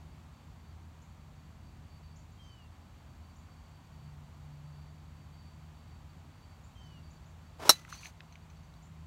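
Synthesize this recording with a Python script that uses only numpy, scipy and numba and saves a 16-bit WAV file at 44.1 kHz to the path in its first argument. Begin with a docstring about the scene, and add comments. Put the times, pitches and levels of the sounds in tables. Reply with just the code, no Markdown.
"""First come far mowers, distant traffic, hiss and a trilling cricket; a small bird chips, a jay calls twice.
Late on, a golf driver swishes (shaped noise) and cracks a teed ball (ringing modes plus a noise burst).
A grainy rustle of noise, perhaps clothes and shoes, a sliding rough tone, small ticks and pings come after.
Hums and bird calls are sines on moving pitches; the cricket is a pulsed sine, the air is coloured noise."""
import sys
import numpy as np
from scipy import signal
from scipy.fft import rfft, irfft
from scipy.io import wavfile
from scipy.ndimage import uniform_filter1d
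from numba import njit

SR = 44100
rng = np.random.default_rng(int(sys.argv[2]) if len(sys.argv) > 2 else 0)


def transcribe(u):
    """Save the signal u as a 16-bit wav file named by the first command-line argument.

    u: samples, shape (n,) or (channels, n), limited to [-1, 1]; the rate is SR.
    q: integer samples, one column per channel.
    """
    v = np.clip(np.atleast_2d(u).T, -1, 1)
    q = np.round(v * 32767).astype(np.int16)
    wavfile.write(sys.argv[1], SR, q)


N = 399546


def undb(db):
    """Decibels to gain."""
    return 10 ** (np.asarray(db) / 20)


def unit(x):
    """Scale to rms 1."""
    return x / np.sqrt(np.mean(x ** 2))


def since(s):
    """Seconds from a moment on, 0 before it."""
    return np.maximum(np.arange(N) / SR - s, 0)


def gate(start, end, attack, release):
    """Gain that rises from start, holds, and is gone at end."""
    t = np.arange(N) / SR
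    return np.clip(np.minimum((t - start) / attack, (end - t) / release), 0, 1)


def decay(t60, seconds):
    """Time axis and exponential fade that loses 60 dB in t60 seconds."""
    t = np.arange(int(seconds * SR)) / SR
    return t, np.exp(-np.log(1000) * t / t60)


def curve(table):
    """Columns of a table joined by straight lines over the whole scene."""
    s, *columns = np.transpose(table)
    return [np.interp(np.arange(N) / SR, s, column) for column in columns]


def walk(rate):
    """Random wandering: levels held 1 / rate s, then smoothed twice; spread near 1."""
    k = int(SR / rate)
    steps = np.repeat(rng.standard_normal(N // k + 1), k)
    return 1.312 * uniform_filter1d(uniform_filter1d(steps, k), k)[:N]


def tone(hz):
    """Sine of rms 1 that follows a pitch curve."""
    return np.sqrt(2) * np.sin(2 * np.pi * np.cumsum(hz) / SR)


def coloured(spectrum):
    """Noise of rms 1 with the given spectrum."""
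    hz, db = np.transpose(spectrum)
    bins = np.arange(1, N // 2 + 2) * SR / N
    gain = undb(np.interp(np.log(bins), np.log(hz), db))
    return unit(irfft(rfft(rng.standard_normal(N)) * gain, N))


def band(x, hz, width_hz):
    """Two-pole resonance, gain 1 at the centre."""
    return signal.lfilter(*signal.iirpeak(hz, hz / width_hz, fs=SR), x)


def add(out, s, x):
    """Mix x into out at time s."""
    i = int(s * SR)
    out[i:i + len(x)] += x[:N - i]


# The blow and its mirror in the ground: t/s, level/dB (gain on ring and burst)
BLOWS = [(7.6930, 9), (7.6992, 1.5)]
# Ringing modes of the hollow metal head: f/Hz, level/dB (before the blow's gain), time to fade 60 dB/s
HEAD_MODES = [(320, -26.5, 0.022), (600, -16, 0.023), (858, -17, 0.017), (1050, -12.5, 0.017),
              (1193, -14, 0.02008), (1340, -9.5, 0.017), (2000, -58, 0.44), (2980, -53, .25),
              (3850, -19, .055), (3980, -9.5, 0.078), (4126, -19, .065), (4245, -16, 0.045),
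              (4430, -27, 0.08), (5114, -31, .05), (5540, -8, .032), (5690, -13, .035), (5756, -12, .035),
              (6090, -18.5, .055), (6487, -22, 0.054), (6700, -19.5, 0.058), (8000, -22, 0.051),
              (9250, -27.5, .03), (11440, -16, 0.037), (12000, -26.5, 0.036)]
# Tone colour of the crack: f/Hz, level/dB (per Hz, relative)
CRACK_COLOUR = [(160, -40), (250, -4), (420, -7.5), (650, -7), (1400, -2), (2000, -7), (2500, -6.5),
                (3200, -10), (4000, -4), (5700, -4), (7500, -6), (10000, -9.5), (12000, -9), (16000, -18.5)]
# Short and long part of the noise burst: level/dB (before the blow's gain), time to fade 60 dB/s
CRACK_PARTS = [(-12.5, 0.031), (-28.5, .08)]
CONTACT_S = 0.0009  # the ball squashes on the face before it leaves
HEAD_WOBBLE, HEAD_FLICKER_DB = .003, 3  # the head twists as it flies on: share of pitch, dB


def strike():
    """Head modes start together, neighbours in opposite sense; noise is the crushed ball and dense upper modes."""
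    out, noise = np.zeros(N), coloured(CRACK_COLOUR)
    ring = 0
    for k, (hz, db, t60) in enumerate(HEAD_MODES):
        t, fade = decay(t60, .25)
        flicker_db = HEAD_FLICKER_DB * np.minimum(t / .015, 1) * walk(140)[:len(t)]  # sets in over 15 ms
        wobbling_hz = hz * (1 + HEAD_WOBBLE * walk(100)[:len(t)])
        sine = tone(wobbling_hz) / np.sqrt(2)  # peak 1
        ring = ring + (-1) ** k * undb(db + flicker_db) * fade * sine
    push = np.sin(np.pi / 2 * np.minimum(t / CONTACT_S, 1)) ** 2
    burst = sum(undb(part_db) * decay(t60, .25)[1] for part_db, t60 in CRACK_PARTS)
    for s, db in BLOWS:
        i = int(s * SR)
        add(out, s, undb(db) * push * (ring + burst * noise[i:i + len(burst)]))
    return out


# Tone colour of the swish: f/Hz, level/dB (per Hz, relative)
SWISH_COLOUR = [(120, -33.5), (250, -10.5), (600, -5), (1000, -7), (1600, -16), (5900, -21.5),
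                (12600, -32.5), (16000, -34.5)]
# Sets in suddenly and falls off as a parabola in dB; the treble peaks later, at the ball
SWING_FROM_S, SWING_PEAK_S, SWING_BRIGHT_PEAK_S = 7.58, 7.672, 7.69
SWING_DB, SWING_DB_PER_S2, SWING_SPLIT_HZ = -38.5, 2100, 2000


def swing():
    """Turbulence behind the shaft: fluttering noise that brightens as it speeds up."""
    t, noise = np.arange(N) / SR, coloured(SWISH_COLOUR)
    low = signal.lfilter(*signal.butter(1, SWING_SPLIT_HZ, fs=SR), noise)
    parts = ((low, SWING_PEAK_S), (noise - low, SWING_BRIGHT_PEAK_S))
    swish = sum(x * undb(SWING_DB - SWING_DB_PER_S2 * (t - peak) ** 2) for x, peak in parts)
    flutter = undb(1.6 * walk(150))
    return gate(SWING_FROM_S, BLOWS[0][0], .02, .008) * flutter * swish


# Tone colour of the broad rustle: f/Hz, level/dB (per Hz, relative)
RUSTLE_COLOUR = [(290, -45.5), (500, -15), (919, -9), (3540, -14), (4340, -13.5), (5090, -18),
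                 (6330, -10.5), (7210, -18), (16000, -27.5)]
# Ringing bands in the rustle: f/Hz, width of each of two filter passes/Hz, level/dB (relative)
RUSTLE_BANDS = [(4230, 500, -0.5), (6110, 500, 3), (2480, 740, -3)]
# Dry ticks: t/s, level/dB (peak), f/Hz (centre), width of each of three filter passes/Hz
TICKS = [(7.8493, -40, 1910, 1300), (7.8796, -46, 1500, 1300), (7.9254, -33.5, 1170, 1200),
         (8.0323, -39, 2470, 700), (8.0564, -32.5, 2180, 1900), (8.2053, -37, 2200, 2500),
         (8.3241, -54, 2200, 900), (8.3551, -44, 2600, 2600), (8.7390, -53, 3000, 6000)]
# Pings cut from the ringing bands: t/s, level/dB (gain before the fade)
PINGS = [(8.036, -53), (8.204, -69), (8.324, -57), (8.355, -67), (8.499, -60), (8.569, -69), (8.631, -64),
         (8.652, -69)]
# Noise right behind the blow: level at the blow and fade
EARLY_DB, EARLY_DB_PER_S = -54, 90
EARLY_RING_DB, EARLY_RING_DB_PER_S = -51, 230.5
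# A later, longer rustle that starts and stops quickly
LATE_FROM_S, LATE_TO_S, LATE_ATTACK_S, LATE_RELEASE_S = 7.885, 8.10, 0.014, 0.019
LATE_DB, LATE_DB_PER_S = -53.5, 44
LATE_RING_DB, LATE_RING_ATTACK_S, LATE_RING_RELEASE_S = -60.5, .05, 0.061
TICK_T60_S, PING_T60_S = .009, 0.053


def aftermath():
    """A grainy rustle, perhaps clothes and shoes in the follow-through, then lone ticks and pings."""
    after, late_end = since(BLOWS[0][0]), LATE_TO_S + LATE_RELEASE_S

    early = (after > 0) * undb(EARLY_DB - EARLY_DB_PER_S * after)
    late_fade = undb(LATE_DB - LATE_DB_PER_S * since(LATE_FROM_S))
    late = gate(LATE_FROM_S, late_end, LATE_ATTACK_S, LATE_RELEASE_S) * late_fade
    broad_gain = np.hypot(early, late)

    early_ring = (after > 0) * undb(EARLY_RING_DB - EARLY_RING_DB_PER_S * after)
    late_ring = undb(LATE_RING_DB) * gate(LATE_FROM_S, late_end, LATE_RING_ATTACK_S, LATE_RING_RELEASE_S)
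    ring_gain = np.hypot(early_ring, late_ring)

    white = rng.standard_normal(N)
    ringing = unit(sum(undb(db) * band(band(white, hz, w), hz, w) for hz, w, db in RUSTLE_BANDS))
    out = broad_gain * undb(3.5 * walk(150)) * coloured(RUSTLE_COLOUR)
    out = out + ring_gain * undb(4.5 * walk(70)) * ringing

    t, fade = decay(TICK_T60_S, .08)
    for s, db, hz, width_hz in TICKS:
        tick = fade * np.minimum(t / .001, 1) * rng.standard_normal(len(t))
        for _ in range(3):
            tick = band(tick, hz, width_hz)
        add(out, s, undb(db) * tick / np.abs(tick).max())

    t, fade = decay(PING_T60_S, .06)
    for s, db in PINGS:
        ping = ringing[int(s * SR):][:len(t)]
        add(out, s, undb(db) * np.minimum(t / .0015, 1) * fade * ping)
    return out


# A rough band that slides upward inside the rustle
STREAK_FROM_S, STREAK_TO_S, STREAK_ATTACK_S, STREAK_RELEASE_S = 7.88, 8.05, .03, .06
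STREAK_HZ, STREAK_HZ_PER_S, STREAK_DB = 4170, 2900, -64


def streak():
    """A tone whose fast wobble and flutter make it sound like a narrow band of noise."""
    hz = STREAK_HZ + STREAK_HZ_PER_S * np.minimum(since(STREAK_FROM_S), STREAK_TO_S - STREAK_FROM_S)
    shape = gate(STREAK_FROM_S, STREAK_TO_S, STREAK_ATTACK_S, STREAK_RELEASE_S)
    return shape * undb(STREAK_DB + 3.7 * walk(120)) * tone(hz * (1 + 0.028 * walk(500)))


# Jay calls: t/s, length/s, f/Hz (starting pitch), level/dB (reference for the harmonics)
JAY_CALLS = [(2.379, 0.29, 802, -64.5), (6.743, .27, 794, -64.5)]
# Harmonics of the call: multiple of the pitch, level/dB (added to the call's level)
JAY_HARMONICS = [(4, 1), (6, -14), (7, -14), (8, -11.5), (10, -19)]
JAY_SAG_HZ_PER_S, JAY_SAG_HZ_PER_S2, JAY_DB_PER_S = 150, 950, 28
JAY_ATTACK_S, JAY_RELEASE_S, JAY_WOODS_DB = 0.024, .015, -9
# Upper harmonics
JAY_TOP_LATE_S, JAY_TOP_S, JAY_TOP_ATTACK_S, JAY_TOP_RELEASE_S = .015, 0.23, .03, .07


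def jay():
    """Falling nasal calls: a strong fourth harmonic; upper ones come late, break up and leave early."""
    out = 0
    for s, length, start_hz, db in JAY_CALLS:
        t = np.minimum(since(s), length)
        hz = start_hz - JAY_SAG_HZ_PER_S * t - JAY_SAG_HZ_PER_S2 * t ** 2
        hz = hz * (1 + 0.00293 * walk(90))
        top_from = s + JAY_TOP_LATE_S
        top = gate(top_from, top_from + JAY_TOP_S, JAY_TOP_ATTACK_S, JAY_TOP_RELEASE_S)
        stack = 0
        for k, harmonic_db in JAY_HARMONICS:
            upper = k > 4
            flutter_db = (4.2 if upper else 1.6) * walk(60)
            shape = top if upper else 1
            stack = stack + undb(harmonic_db + flutter_db) * shape * tone(round(k) * hz)
        call = gate(s, s + length, JAY_ATTACK_S, JAY_RELEASE_S)
        out = out + call * undb(db - JAY_DB_PER_S * t) * stack
    return out + undb(JAY_WOODS_DB) * woods(out)[:N]


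# Small bird: t/s, level/dB (peak of the direct sound), f/Hz (start of the upward glide)
CHIPS = [(1.0186, -66, 5200), (2.162, -61.5, 5000), (2.3194, -72, 5600), (3.36, -66, 5200),
         (6.6399, -64.5, 6330), (7.1071, -65, 5170), (7.2594, -69, 5200), (8.8264, -64.5, 5770)]
CHIP_TO_HZ, CHIP_RISE_S, CHIP_S, CHIP_WOODS_DB = 7450, .007, 0.02, -2.5


def chips():
    """Quick upward whistles that flatten at the top, smeared by the woods."""
    t = np.arange(int(CHIP_S * SR)) / SR
    out = np.zeros(N)
    for s, db, from_hz in CHIPS:
        hz = CHIP_TO_HZ - (CHIP_TO_HZ - from_hz) * np.exp(-t / CHIP_RISE_S)
        chip = np.sin(np.pi * t / CHIP_S) ** 0.39 * np.sin(2 * np.pi * np.cumsum(hz) / SR)
        add(out, s - .003, undb(db) * chip)
        add(out, s + 0.012, undb(db + CHIP_WOODS_DB) * woods(chip))
    return out


def woods(x, t60=.3):
    """Dense echo from the tree line: fading noise, with about the same energy as the sound."""
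    tail = decay(t60, .3)[1] * rng.standard_normal(int(.3 * SR))
    return signal.fftconvolve(x, tail / np.sqrt(np.sum(tail ** 2)))


CRICKET_HZ, CRICKET_PULSE_HZ, CRICKET_DEPTH = 4580, 59.1, .25  # depth is the rms of the pulsing
CRICKET_DB, CRICKET_SWELL_DB, CRICKET_CHOP_DB = -79.5, 2.5, 3
CRICKET_ON, CRICKET_RUNS_PER_S = 2.6, 28  # mean gain before clipping at 1; rate of its wandering


def cricket():
    """A narrow tone pulsed at the wing-stroke rate, stuttering as its level dips briefly."""
    pulse = 1 + CRICKET_DEPTH * tone(CRICKET_PULSE_HZ * (1 + 0.031 * walk(4.6)))
    runs = np.clip(CRICKET_ON + 2 * walk(CRICKET_RUNS_PER_S), 0, 1)
    db = CRICKET_DB + CRICKET_SWELL_DB * walk(6) + CRICKET_CHOP_DB * walk(50)
    return runs * undb(db) * unit(pulse) * tone(CRICKET_HZ * (1 + 0.001 * walk(30)))


# Mower that labours, louder while its pitch sags: t/s, f/Hz, level/dB (rms, before the waver)
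LABOURING_HUM = [(0.0, 153, -62), (2.5, 152.3, -62), (2.9, 155.4, -72), (3.7, 155.1, -63),
                 (4.19, 146, -54.5), (4.79, 147.1, -51.5), (5.07, 151.8, -57), (6.53, 153.7, -61.5),
                 (9.06, 158.8, -58.5)]
# Mower tones of fixed mean pitch: f/Hz, level/dB (rms, before waver and dip), dip starts t/s, dip ends t/s
STEADY_HUMS = [(81.2, -58, 7.65, 8.4), (229, -73, 6.13, 9.5)]
HUM_FADE_S, HUM_DIP_DB = .3, -10  # the hum fades for a moment


def mowers():
    """Far engine tones that waver as the air between shifts."""
    hums = [curve(LABOURING_HUM)]
    for hz, db, dip_from, dip_to in STEADY_HUMS:
        hums.append((hz, db + HUM_DIP_DB * gate(dip_from, dip_to, HUM_FADE_S, HUM_FADE_S)))
    return sum(undb(db + 2.2 * walk(7.3)) * tone(hz * (1 + .008 * walk(12))) for hz, db in hums)


# Tone colour of the traffic rumble: f/Hz, level/dB (per Hz, relative)
RUMBLE_COLOUR = [(15, -51.5), (27, -27.5), (50, -3.5), (70, -1.5), (110, -4.5), (180, -11), (300, -19),
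                 (450, -30), (700, -60.5)]
# Tone colour of the morning hiss: f/Hz, level/dB (per Hz, relative)
HISS_COLOUR = [(240, -29), (400, -8), (474, -6.5), (706, -1), (1050, -1.5), (1720, -9.5), (2370, -10.5),
               (4320, -15.5), (4960, -20), (7400, -18), (8500, -24), (10400, -29.5), (11500, -27),
               (15700, -29)]
RUMBLE_DB, HISS_DB = -55, -64


def air():
    """Distant traffic and morning hiss as coloured noise; the rumble swells more than the hiss."""
    rumble = undb(RUMBLE_DB + 1.0 * walk(3.6)) * coloured(RUMBLE_COLOUR)
    hiss = undb(HISS_DB + 0.4 * walk(1.495)) * coloured(HISS_COLOUR)
    return rumble + hiss


def scene():
    """Everything reaches one microphone."""
    golf = strike() + swing() + aftermath() + streak()
    return (golf + jay() + chips() + cricket() + mowers() + air())[None]


@njit
def follow(x, release):
    """Peak follower: jumps up at once, falls slowly."""
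    e, out = 0., np.empty(len(x))
    for i in range(len(x)):
        e = max(abs(x[i]), e * release)
        out[i] = e
    return out


LIMIT_DB, LIMIT_RATIO, LIMIT_RELEASE_S = -9, 2, 0.02
TOP_HZ = 15800


def record(dry):
    """A phone's limiter turns loud moments down, tanh rounds peaks and a steep filter cuts the top."""
    peak = follow(dry[0], np.exp(-1 / (LIMIT_RELEASE_S * SR)))
    gain = np.minimum(undb(LIMIT_DB) / (peak + 1e-9), 1) ** (1 - 1 / LIMIT_RATIO)
    top_cut = signal.ellip(10, .2, 60, TOP_HZ, fs=SR, output="sos")
    return signal.sosfilt(top_cut, np.tanh(dry * gain))


dry = scene()
out = record(dry)
transcribe(out)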